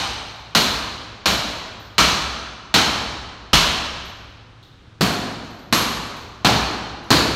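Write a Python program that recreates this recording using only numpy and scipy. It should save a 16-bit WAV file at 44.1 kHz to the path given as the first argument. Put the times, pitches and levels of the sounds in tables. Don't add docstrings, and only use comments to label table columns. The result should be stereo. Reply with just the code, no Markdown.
import sys
import numpy as np
from scipy import signal
from scipy.fft import rfft, irfft
from scipy.io import wavfile
from scipy.ndimage import uniform_filter1d, minimum_filter1d

SR = 44100
rng = np.random.default_rng(int(sys.argv[2]) if len(sys.argv) > 2 else 0)


def materialize(psi):
    bounded = np.clip(np.atleast_2d(psi).T, -1, 1)
    quanta = np.round(bounded * 32767).astype(np.int16)
    wavfile.write(sys.argv[1], SR, quanta)


N = 324135
SIZE = 2 * SR
HZ = np.maximum(np.arange(SIZE // 2 + 1) * SR / SIZE, 1)
AGE = np.arange(SIZE) / SR
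FADE = np.clip((AGE[-1] - AGE) * 2, 0, 1) ** 2


# start in seconds, force in dB, height above the casing in metres,
# glass crush in dB, the struck piece's note in Hz and weight in dB, a freed sliver's in Hz and dB.
BLOW_HITS = [ (-0.19, -22.5, 0.66, 1, 814, -5, 8450, -15.5),
             (0.5499, -22.5, 0.45, 2.5, 4050, -3, 11900, -20),
             (1.258, -24.5, 0.48, 0, 630, -10.5, 11900, -19), (1.9815, -21, 0.55, 0, 1276, -5, 6060, -12),
             (2.7410, -21, 0.49, -2, 850, -11, 11700, -31), (3.5320, -20.5, 0.56, 0, 3100, -3, 12100, -29),
             (5.0090, -26, 0.085, 2.5, 707, -7, 12000, -28), (5.726, -24, 0.3, 5, 1120, -5.5, 11450, -13),
             (6.4474, -21.5, 0.21, -3.5, 824, -4.5, 13300, -25),
             (7.1046, -21.5, 0.047, 2.5, 4300, -3, 11800, -31), ]

def hammer(piece_q=5.6, sliver_width_hz=230):
    out = np.zeros(N)
    for start, force_db, height_m, crush_db, piece_hz, piece_db, sliver_hz, sliver_db in BLOW_HITS:
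        parts = struck_parts(height_m, crush_db) * fragments(db=-14.5 + 16 * height_m)
        piece = undb(2 * piece_db) * resonances([(piece_hz, piece_hz / piece_q, 0)])
        sliver = undb(2 * sliver_db) * resonances([(sliver_hz, sliver_width_hz, 0)])
        power = parts + piece + sliver
        contact = crunch(db=-12, spread_s=0.008, above_hz=24000)
        blow = FADE * irfft(ringing(power) * contact * hall())
        add(out, level(blow, force_db + 10 * np.log10(power.sum())), start)
    return out


# pitch in Hz, width in Hz, level in dB within that part.
WALL_MODES = [(35, 39, -14), (62.6, 14, 7.5), (80, 22, -5.5)]
CASING_MODES = [(111.3, 16, 2.5), (151.7, 33, 1.5), (174.5, 23, 0), (222, 67, 0.5), (283, 110, -2),
                (380, 360, -6.5)]
BOARD_MODES = [(460, 630, 0), (733, 350, 6), (1016, 240, 8), (1255, 360, 7), (1580, 740, 6)]
PANE_MODES = [(1840, 460, -7), (2374, 470, 5.5), (2790, 760, 4), (3010, 330, 6), (3470, 680, 5),
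              (5160, 380, -10), (6370, 100, -4.5)]
CRACKED_PLATE_MODES = [(4050, 1100, 0), (4130, 710, 2.5), (4740, 600, -5), (5470, 1100, -4),
                       (6140, 2020, -9)]
LOOSE_FRAGMENT_MODES = [(5400, 120, 0.5), (6140, 180, 2.5), (6850, 130, -2), (8450, 270, -7),
                        (11720, 310, -11.5)]
SPLINTER_MODES = [(6700, 1500, 6), (8450, 320, 1), (9460, 1800, -3.5), (11400, 1300, 1),
                  (13100, 2400, -3.5), (15000, 2100, -12)]

def struck_parts(height_m, crush_db):
    hollow_note = [(254 - 130 * height_m, 60, 0)]
    plate_note = [(4390 - 480 * height_m, 320, 0)]
    mix_db = [
        (WALL_MODES, -12 + 3.5 * height_m - 0.28 * crush_db),
        (CASING_MODES, 3 - 18 * height_m),
        (hollow_note, -4.5 - 18 * height_m),
        (BOARD_MODES, 0.5 - height_m),
        (PANE_MODES, -4 + 7 * height_m),
        (CRACKED_PLATE_MODES, -4 + 7 * height_m),
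        (plate_note, -8.5),
        (LOOSE_FRAGMENT_MODES, -23 + 20.5 * height_m),
        (SPLINTER_MODES, -12.5 + crush_db),
    ]
    return sum(undb(2 * db) * resonances(modes) for modes, db in mix_db)


def fragments(db, spacing_hz=260, width_hz=75, above_hz=2600, count=64):
    offset, strength = rng.random((count, 2)).T
    mode_hz = (np.arange(count) + offset) * spacing_hz
    peaks = np.zeros(len(HZ))
    np.add.at(peaks, np.searchsorted(HZ, mode_hz), strength)
    peaks = smooth(peaks, int(width_hz * SIZE / SR)) * 2 * spacing_hz * SIZE / SR
    share = undb(2 * db) / (1 + (above_hz / HZ) ** 4)
    return (1 + share * np.abs(peaks)) / (1 + share)


def crunch(db, spread_s, above_hz, count=40):
    timing, strength = rng.random((count, 2)).T
    click_at = np.minimum(-np.log(1 - timing) * spread_s * SR, SIZE - 1).astype(int)
    clicks = np.bincount(click_at, (2 * strength - 1) ** 3, SIZE)
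    share = undb(db) * HZ / np.hypot(HZ, above_hz)
    return (1 + share * rfft(unit(clicks))) / np.sqrt(1 + share ** 2)


# start in seconds, pitch in Hz, level in dB.
CASING_SLAPS = [(3.548, 41, -34), (3.545, 161, -28), (5.021, 195, -25.5)]

def casing_thuds(rise_cycles=0.65, rise_s=0.0051, room_db=-5):
    out, room = np.zeros(N), hall()
    for start, hz, db in CASING_SLAPS:
        swell = AGE / (rise_cycles / hz + rise_s)
        push = swell ** 2 * np.exp(-2 * swell) * np.sin(2 * np.pi * hz * AGE)
        reverb = irfft(rfft(push) * room)
        add(out, level(unit(push) + undb(room_db) * unit(reverb), db), start)
    return out


# start in seconds, ring pitch in Hz, ring level in dB, tick level in dB.
SHARD_LANDINGS = [ (0.266, 12400, -79.5, -71), (0.356, 12500, -77, -76), (1.797, 14000, -67, -70),
                  (4.052, 12550, -65, -72), (4.628, 3660, -57.5, -69.5), (5.443, 11200, -83, -66),
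                  (5.503, 12500, -72, -76), (5.590, 12100, -71, -73), (6.166, 13450, -71, -59.5),
                  (7.037, 11100, -76, -69), ]
# pitch in Hz, width in Hz, relative level in dB.
TICK_MODES = [(6000, 1100, 8.5), (8000, 1300, -9), (12280, 4700, -5)]

def shards(small_hz=12800, small_width_hz=240):
    out, room = np.zeros(N), hall()
    tick = ringing(resonances(TICK_MODES))
    for start, hz, ring_db, tick_db in SHARD_LANDINGS:
        width_hz = small_width_hz * small_hz / hz
        ring = ringing(resonances([(hz, width_hz, 0)]))
        skitter = room * crunch(db=-7, spread_s=0.02, above_hz=3000, count=4)
        clink = level(irfft(ring * skitter), ring_db) + level(irfft(tick * skitter), tick_db)
        add(out, FADE * clink, start)
    return out


# frequency in Hz, seconds to die away by 60 dB.
HALL_DECAY = [(60, 2.12), (160, 1.41), (420, 1.756), (1100, 1.69), (2900, 1.424), (4500, 1.342),
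              (7700, 1.05), (11000, 0.82), (15000, 0.54)]
# delay in seconds, level in dB against the tail.
HALL_PATHS = [(0, -9), (.0026, -7), (.0080, -10.5), (0.0135, -14), (.0230, -13.5), (.0286, -15.5)]

def hall(near_db=-1, near_t60=0.63, build_s=0.004, snap_s=0.0011):
    noise, tail = rfft(rng.standard_normal(SIZE)), 0
    centres = [hz for hz, _ in HALL_DECAY]
    for (_, t60), share in zip(HALL_DECAY, np.eye(len(centres))):
        band = irfft(noise * np.interp(np.log(HZ), np.log(centres), share))
        tail = tail + band * undb(-60 * AGE / t60)
    near = rng.standard_normal(SIZE) * undb(-60 * AGE / near_t60)
    response = (unit(tail) + undb(near_db) * unit(near)) * (1 - np.exp(-AGE / build_s))
    for delay, db in HALL_PATHS:
        snap = rng.choice([-1, 1], size=512) * np.exp(-AGE[:512] / snap_s)
        add(response, undb(db) * unit(snap), delay)
    return rfft(response)


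# frequency in Hz, relative level in dB.
RUMBLE_CURVE = [(15, -32.5), (25, -15.5), (110, -8.5), (151, -16.5), (264, -19.5), (403, -26), (498, -25.5),
                (569, -31), (1360, -27.5), (1870, -33), (3830, -35), (14000, -60.5)]

def rumble(db=-48, dull_hz=7500):
    hz = np.maximum(np.arange(N // 2 + 1) * SR / N, 1)
    curve_hz, curve_db = np.transpose(RUMBLE_CURVE)
    colour = undb(np.interp(np.log(hz), np.log(curve_hz), curve_db))
    rolloff = np.hypot(1, (hz / dull_hz) ** 2)
    air = irfft(rfft(rng.standard_normal(N)) * colour / rolloff, N)
    return air / np.std(air) * undb(db + wander(2.3))


# pitch in Hz, level in dB.
HUM_TONES = [(64.6, -68), (107.7, -51)]

def hum(waver_db=3, drift_rad=0.27):
    out = np.zeros(N)
    for hz, db in HUM_TONES:
        gain = np.sqrt(2) * undb(db + waver_db * wander(3.5))
        out += gain * np.sin(2 * np.pi * hz * np.arange(N) / SR + drift_rad * wander(2.8))
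    return out


def resonances(modes):
    power = 0
    for hz, width_hz, db in modes:
        detune = (HZ ** 2 - hz ** 2) / (HZ * width_hz * np.sqrt(2))
        power = power + undb(2 * db) / (1 + detune ** 2) ** 2
    return power / power.sum()


def ringing(power):
    cepstrum = irfft(0.5 * np.log(power / power.max() + 1e-9))
    cepstrum[1:SIZE // 2] *= 2
    cepstrum[SIZE // 2 + 1:] = 0
    return np.exp(rfft(cepstrum))


def wander(rate_hz):
    hold = int(SR / rate_hz)
    steps = np.repeat(rng.standard_normal(N // hold + 1), hold)
    return smooth(steps, hold)[:N] * np.sqrt(2)


def smooth(x, size):
    return uniform_filter1d(uniform_filter1d(x, size), size)


def undb(db):
    return 10 ** (np.asarray(db) / 20)


def unit(x):
    return x / np.sqrt(np.sum(x ** 2))


def level(x, db):
    return x * undb(db) / np.sqrt(np.mean(x[:SR // 4] ** 2))


def add(out, x, start_s):
    start = int(round(start_s * SR))
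    lo, hi = max(start, 0), min(start + len(x), len(out))
    out[lo:hi] += x[lo - start:hi - start]


def scene():
    mono = hammer() + casing_thuds() + shards() + rumble() + hum()
    return np.array([mono, mono])


def record(dry, top_hz=15800, ceiling=0.98):
    sound = signal.sosfilt(signal.ellip(10, 0.2, 80, top_hz, fs=SR, output="sos"), dry)
    gain = 1 / np.maximum(np.abs(sound).max(axis=0) / ceiling, 1)
    return sound * smooth(minimum_filter1d(gain, size=33), 17)


dry = scene()
out = record(dry)
materialize(out)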